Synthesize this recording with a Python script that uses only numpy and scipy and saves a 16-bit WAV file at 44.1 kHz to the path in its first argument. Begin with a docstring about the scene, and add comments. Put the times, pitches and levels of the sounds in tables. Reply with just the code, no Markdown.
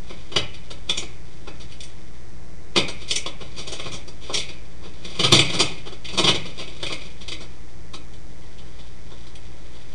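"""A hard-walled tank in a humming room: newborn rat pups squirm on shredded paper.
Each push of a body or paw is a swell of random fibre snaps, filtered into floor bump, crunch and sizzle.
Fainter clumped crackle stirs in between; close-wall flutter and a decaying tail make the tank ring.
Behind them: noise shaped into room rumble and microphone hiss, wavering sine hum and a fine ticking buzz."""
import sys
import numpy as np
from scipy import signal
from scipy.fft import rfft, irfft
from scipy.io import wavfile

SR = 44100
rng = np.random.default_rng(int(sys.argv[2]) if len(sys.argv) > 2 else 0)


def to_wav(s):
    """Save 16-bit WAV."""
    ch = np.atleast_2d(s).T  # columns
    pcm = np.round(np.clip(ch, -1, 1) * 32767)  # PCM
    wavfile.write(sys.argv[1], SR, pcm.astype(np.int16))


N = 438354
TIME = np.arange(N) / SR  # s
FREQS = np.maximum(np.arange(N // 2 + 1) * SR / N, 1)  # Hz


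def from_db(db):
    """Decibels to amplitude gain."""
    return 10 ** (np.asarray(db) / 20)


def unit_rms(x):
    """Scale to an rms of 1."""
    return x / np.sqrt(np.mean(x ** 2) + 1e-20)


def at_hz(points, hz, axis=1):
    """Read one column of a table on a log-frequency axis."""
    table = np.array(points)
    return np.interp(np.log(hz), np.log(table[:, 0]), table[:, axis])


def coloured(x, gain):
    """Give a signal a spectrum; rms 1."""
    return unit_rms(irfft(rfft(x) * gain, len(x)))


def drift(rate_hz):
    """Random wandering with a spread of 1, mostly slower than the rate."""
    return coloured(rng.standard_normal(N), 1 / (1 + (FREQS / rate_hz) ** 2))


def causal(gain):
    """The filter with this gain that rings only after its input (minimum phase)."""
    cepstrum = irfft(np.log(gain + 1e-12))
    half = len(cepstrum) // 2
    folded = np.r_[cepstrum[0], 2 * cepstrum[1:half]]
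    return np.exp(rfft(folded, len(cepstrum)))


# colour of room rumble and microphone hiss: [f/Hz, relative level/dB]
ROOM_COLOUR = [(20, -8.5), (130, -16.5), (185, -13.5), (215, -24), (270, -22), (335, -19), (520, -24.5),
               (1500, -34), (2080, -30), (2700, -39.5), (4600, -39), (7000, -44.5), (10600, -50.5),
               (10950, -67)]
ROOM_DB = -45  # rms


def rumble_and_hiss():
    """Steady noise, shaped from low rumble to high hiss."""
    noise = rng.standard_normal(N)
    return from_db(ROOM_DB) * coloured(noise, from_db(at_hz(ROOM_COLOUR, FREQS)))


# hum of mains and distant motors: [f/Hz, rms level/dB]
HUM_TONES = [(43, -49), (59.2, -47.5), (84, -58.5), (118.4, -52.5), (166.9, -56), (323, -59)]


def hum():
    """Sines of the mains and distant motors, each wavering in phase."""
    total = np.zeros(N)
    for hz, db in HUM_TONES:
        phase = 2 * np.pi * hz * TIME + 1.35 * drift(rate_hz=1.0)
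        total += from_db(db) * np.sqrt(2) * np.sin(phase)
    return total


# colour of the interference ticks: [f/Hz, relative level/dB]
TICK_COLOUR = [(2500, -33.5), (4400, -10.5), (5100, -7), (6150, -4.5), (6600, -12), (7800, -11.5),
               (8400, -15), (9200, -16.5), (9700, -28), (11000, -55)]
BUZZ_DB, TICKS_PER_S = -62, 119.19  # rms level; two ticks per mains cycle


def buzz():
    """Mains interference: one sharp tick every half cycle, each of slightly different strength."""
    half_cycle = np.floor(TICKS_PER_S * TIME + .45)
    strengths = from_db(0.65 * rng.standard_normal(N))
    ticks = np.diff(half_cycle, prepend=0) * strengths
    return from_db(BUZZ_DB) * coloured(ticks, from_db(at_hz(TICK_COLOUR, FREQS)))


# broad colour of crushed bedding: [f/Hz, relative level/dB]
PAPER_COLOUR = [(30, -33), (80, -9), (122, -7), (185, -6.5), (245, -24), (600, -10), (1000, -14.5),
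                (1450, -14.5), (1650, -21), (2000, -27), (4000, -8), (5200, -16), (6500, -18),
                (9250, -19.5), (9550, -27), (10700, -36.5), (11200, -47)]
# resonances of the tank and its floor: [f/Hz, width/Hz, relative level/dB]
TANK_RESONANCES = [(129, 33, 0), (185, 25, -0.5), (351, 106, 0), (500, 200, -2), (807, 38, -10.5),
                   (1100, 240, -9.5), (2130, 220, -8.5), (2300, 180, -5), (2490, 140, 0.5),
                   (2994, 160, -3.5), (3220, 150, -1), (3370, 63, 0), (3558, 360, 1.5), (3860, 340, -12),
                   (4650, 320, -7), (4690, 290, -4.5), (5720, 420, -11), (8600, 600, -43)]


def bedding_colour(hz):
    """Paper spectrum plus tank resonances, summed in power; the very top fades away."""
    power = from_db(at_hz(PAPER_COLOUR, hz)) ** 2
    for centre, width, db in TANK_RESONANCES:
        power = power + from_db(db) ** 2 / (1 + 2 * ((hz - centre) / width) ** 2) ** 2
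    return np.sqrt(power / (1 + (hz / 12000) ** 12))


def snaps(per_s, spread_db, size):
    """Paper fibres give way at random: many small snaps, a few large ones."""
    sizes = from_db(spread_db * np.minimum(rng.exponential(1, size), 4))
    signs = rng.choice([-1, 1], size)
    happens = rng.random(size) < per_s / SR
    return sizes * signs * happens


# faint stirring of the heap, before the tank rings: [t/s, rms level/dB]
STIR_LEVELS = [(0.0, -51), (1.3, -58), (1.7, -53), (2.1, -61.5), (2.7, -75), (3.03, -40), (3.35, -55.5),
               (3.8, -36), (4.12, -62), (4.28, -41), (4.65, -60), (4.95, -52), (5.18, -31), (5.7, -36.5),
               (5.98, -56), (6.4, -38.5), (7.2, -52), (7.9, -66.5), (8.7, -54.5), (9.5, -58.5),
               (9.9, -51.5)]
CLUMPS_HZ = 22  # how fast the crackle thickens and thins


def stirring(clump_db):
    """Tiny fibre snaps in small clumps as the heap settles."""
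    level = from_db(np.interp(TIME, *np.transpose(STIR_LEVELS)))
    clumps = from_db(clump_db * drift(CLUMPS_HZ))
    crackle = snaps(per_s=500, spread_db=3.0, size=N) * clumps
    return level * coloured(crackle, bedding_colour(FREQS))


SWELL_SHAPE = 1.21  # higher: a rounder rise and a quicker release


def swell(ms, peak_ms):
    """A force that rises from 0 ms to 1 at peak_ms and relaxes."""
    age = np.maximum(ms, 0) / peak_ms
    return (age * np.exp(1 - age)) ** SWELL_SHAPE


STRAIN_MS, STRAIN_DB = 6, -21.5  # the paper creaks around the onset as it takes the load
SETTLE_MS, SETTLE_DB = 22, -27.5  # a softer swell of settling paper
STRIP_DB, STRIP_WIDTH = 5.5, 0.07  # boost at the bent strip's pitch; half-width as a part of that pitch
# edges of the floor, strip and fibre bands: [low f/Hz, high f/Hz]
PUSH_BANDS = [(0, 1800), (1800, 5200), (5200, 22050)]
# higher strips sizzle more: [strip f/Hz, fibre sizzle level/dB against the crunch]
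FIBRE_SIZZLE = [(2300, -14), (3500, -14.5), (4750, -6.5), (8600, -0.5)]
# pushes on the bedding; levels are band energy against the force:
# [t/s, swell t/ms, paper crunch level/dB, floor bump level/dB, bent strip f/Hz]
BEDDING_PUSHES = [(0.094, 4.5, -36, -34.5, 2370), (0.315, 9.3, -36, -35, 2920),
                  (0.358, 4.35, -13, -18.5, 3100), (0.541, 3.3, -36.5, -58, 2490),
                  (0.702, 5.5, -33.5, -36, 4040), (0.895, 1.16, -8.5, -23, 3540),
                  (0.973, 2.2, -20, -30, 6700), (1.024, 2.2, -32, -30.5, 2400), (1.47, 4, -35.5, -32, 2520),
                  (1.599, 5.8, -40, -43.5, 4360), (1.721, 1.3, -34.5, -58, 3220),
                  (1.805, 1.4, -29.5, -55, 4730), (1.833, 1.5, -35.5, -63, 8600),
                  (2.759, 7.4, -12, -16, 2680), (2.878, 5.9, -28.5, -32.5, 4500),
                  (3.077, 15, -30.5, -47, 4530), (3.109, 1.93, -13.5, -29, 4670),
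                  (3.154, 3.6, -20, -33.5, 8700), (3.26, 4, -23.5, -27, 3330),
                  (3.396, 12.5, -39, -36.5, 2780), (3.557, 21.6, -36, -41.5, 4600),
                  (3.671, 5, -31.5, -34.5, 4900), (3.717, 6.1, -31, -33, 6500),
                  (3.795, 2.9, -27.5, -31.5, 2300), (3.854, 6.8, -32.5, -31, 2300),
                  (3.912, 15.8, -35, -38, 6200), (4.076, 3, -37, -37.5, 4880), (4.294, 6.1, -36, -27, 3000),
                  (4.329, 13, -22, -34.5, 5600), (4.366, 13.4, -24, -35, 4330), (4.487, 6, -34, -41, 2390),
                  (4.825, 14.5, -44, -40.5, 2580), (5.193, 5.4, -16, -21, 3000),
                  (5.234, 6.1, -12, -18, 3100), (5.315, 17, -12.5, -19, 4420),
                  (5.322, 1.56, -3.5, -7.5, 3600), (5.387, 4.2, -9, -20.5, 3760),
                  (5.499, 2.5, -21.5, -27.5, 3300), (5.525, 9.3, -24.5, -25.5, 4340),
                  (5.586, 9.5, -14, -19.5, 4530), (5.855, 7.4, -36, -35, 3120),
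                  (5.917, 5.1, -37.5, -37, 3380), (6.043, 6.9, -31, -47, 3040),
                  (6.083, 9, -31.5, -39.5, 2640), (6.122, 15, -35.5, -34, 4400),
                  (6.173, 8.7, -15.5, -19, 4170), (6.231, 8.7, -15.5, -21, 3400),
                  (6.262, 11.2, -12.5, -19, 2980), (6.343, 7.7, -24.5, -28.5, 3860),
                  (6.454, 1.8, -32.5, -29.5, 3380), (6.586, 9.6, -30.5, -34, 2720),
                  (6.827, 1.7, -19.5, -23.5, 3450), (6.863, 1.9, -20, -32, 2540),
                  (6.898, 10.7, -33.5, -31.5, 2320), (6.922, 2, -20.5, -33, 2300),
                  (7.014, 3, -35.5, -44, 2300), (7.206, 7.2, -38, -46, 4000),
                  (7.28, 2.3, -24.5, -36.5, 3970), (7.317, 3.2, -25, -33, 3760),
                  (7.399, 8.7, -39.5, -39.5, 4400), (7.934, 4.3, -32, -34.5, 4100),
                  (8.134, 2.4, -43.5, -61, 4420), (8.577, 7.1, -45, -52, 3030),
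                  (8.785, 9, -45.5, -49, 3550), (9.112, 9.5, -47.5, -44, 3620), (9.266, 3, -43, -48, 4200),
                  (9.354, 1.3, -37.5, -56, 4650)]


def pushes(size=8192):
    """Each push strains, swells and settles; it bumps the floor, crunches strips and snaps fine fibres."""
    out = np.zeros(N + size)
    hz = np.maximum(np.arange(size // 2 + 1) * SR / size, 1)
    lead = size // 4  # room for the strain before the push
    ms = (np.arange(size) - lead) * 1000 / SR
    bedding = bedding_colour(hz)
    strain = from_db(STRAIN_DB) * np.exp(-np.abs(ms) / STRAIN_MS)
    settle = from_db(SETTLE_DB) * swell(ms, SETTLE_MS)
    for start, swell_ms, crunch_db, bump_db, strip_hz in BEDDING_PUSHES:
        force = swell(ms, swell_ms) + strain + settle
        # the paper sticks and slips, so the crackle comes in clumps
        slip_noise = coloured(rng.standard_normal(size), 1 / (1 + (hz / 140) ** 2))
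        slips = from_db(3.8 * slip_noise)
        crackle = rfft(force * slips * snaps(per_s=2000, spread_db=3.5, size=size))
        # the bent strip favours its own pitch
        strip_peak = 1 / (1 + ((hz / strip_hz - 1) / STRIP_WIDTH) ** 2)
        gain = bedding * (1 + (from_db(STRIP_DB) - 1) * strip_peak)
        # the work of the push is shared among floor, strips and fibres
        work = np.sum(force ** 2)
        sizzle_db = crunch_db + at_hz(FIBRE_SIZZLE, strip_hz)
        for (low, high), db in zip(PUSH_BANDS, (bump_db, crunch_db, sizzle_db)):
            band = (hz > low) & (hz <= high)
            energy = 2 * np.sum(np.abs(crackle * gain)[band] ** 2) / size
            share = from_db(db) * np.sqrt(work / (energy + 1e-20))
            gain = np.where(band, gain * share, gain)
        first = int(start * SR) - lead
        out[first:first + size] += irfft(crackle * causal(gain))
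    return out[:N]


# the lingering tail: [f/Hz, level/dB against the sound fed in, t60/s]
TAIL_BANDS = [(100, 3.5, 0.63), (360, -5, 0.4), (890, -2.5, 0.4), (1760, -5.5, 0.32), (2020, 0.5, 0.49),
              (2520, -5.5, 0.71), (2860, -7.5, 0.23), (4500, -9, 0.33), (9000, -4, 0.18)]


def tail(count=24):
    """Response of the lingering ring: bands of noise, each dying at its own rate."""
    hz = np.maximum(np.arange(SR // 2 + 1), 1)
    centres = np.geomspace(80, 12000, count)
    noises = rfft(rng.standard_normal((2, SR)))  # neighbouring bands use different noise
    response = np.zeros(SR)
    for k, centre in enumerate(centres):
        band = np.sqrt(np.interp(np.log(hz), np.log(centres), np.arange(count) == k))
        dying = from_db(-60 * TIME[:SR] / at_hz(TAIL_BANDS, centre, axis=2))
        ring = unit_rms(irfft(noises[k % 2] * band) * dying)
        band_level = np.sqrt(np.mean(band ** 2) / SR)
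        response += from_db(at_hz(TAIL_BANDS, centre)) * band_level * ring
    return response


# round trips between the close walls: [t/s]
WALL_TRIPS = [.0031, .0023, .0013, .0005]
WALL_REFLECTION = 0.83  # part kept on each trip


def tank(x, flutter_db):
    """Close walls, as all-pass loops, smear each snap into a short flutter; a tail lingers."""
    flutter = x + 1e-18  # keeps the loops clear of vanishingly small numbers
    for delay in WALL_TRIPS:
        loop = np.r_[1, np.zeros(int(delay * SR)), -WALL_REFLECTION]
        flutter = signal.lfilter(loop[::-1], loop, flutter)
    lingering = signal.fftconvolve(x, tail())[:N]
    return from_db(flutter_db) * flutter + lingering


def scene():
    """The pups in their tank, over the room."""
    background = rumble_and_hiss() + hum() + buzz()
    pups = stirring(clump_db=3.5) + pushes()
    return (background + tank(pups, flutter_db=-0.56))[None]


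CUTOFF_HZ = 11700


def record(dry):
    """The loudest peaks are rounded, the top is cut and the converter rests a little below zero."""
    ceiling, offset = .8, -.0772  # full scale = 1
    rounded = dry / (1 + (dry / ceiling) ** 6) ** (1 / 6)
    low_pass = signal.cheby1(10, .3, CUTOFF_HZ, fs=SR, output="sos")  # .3 dB ripple
    return signal.sosfilt(low_pass, rounded) + offset


dry = scene()
out = record(dry)
to_wav(out)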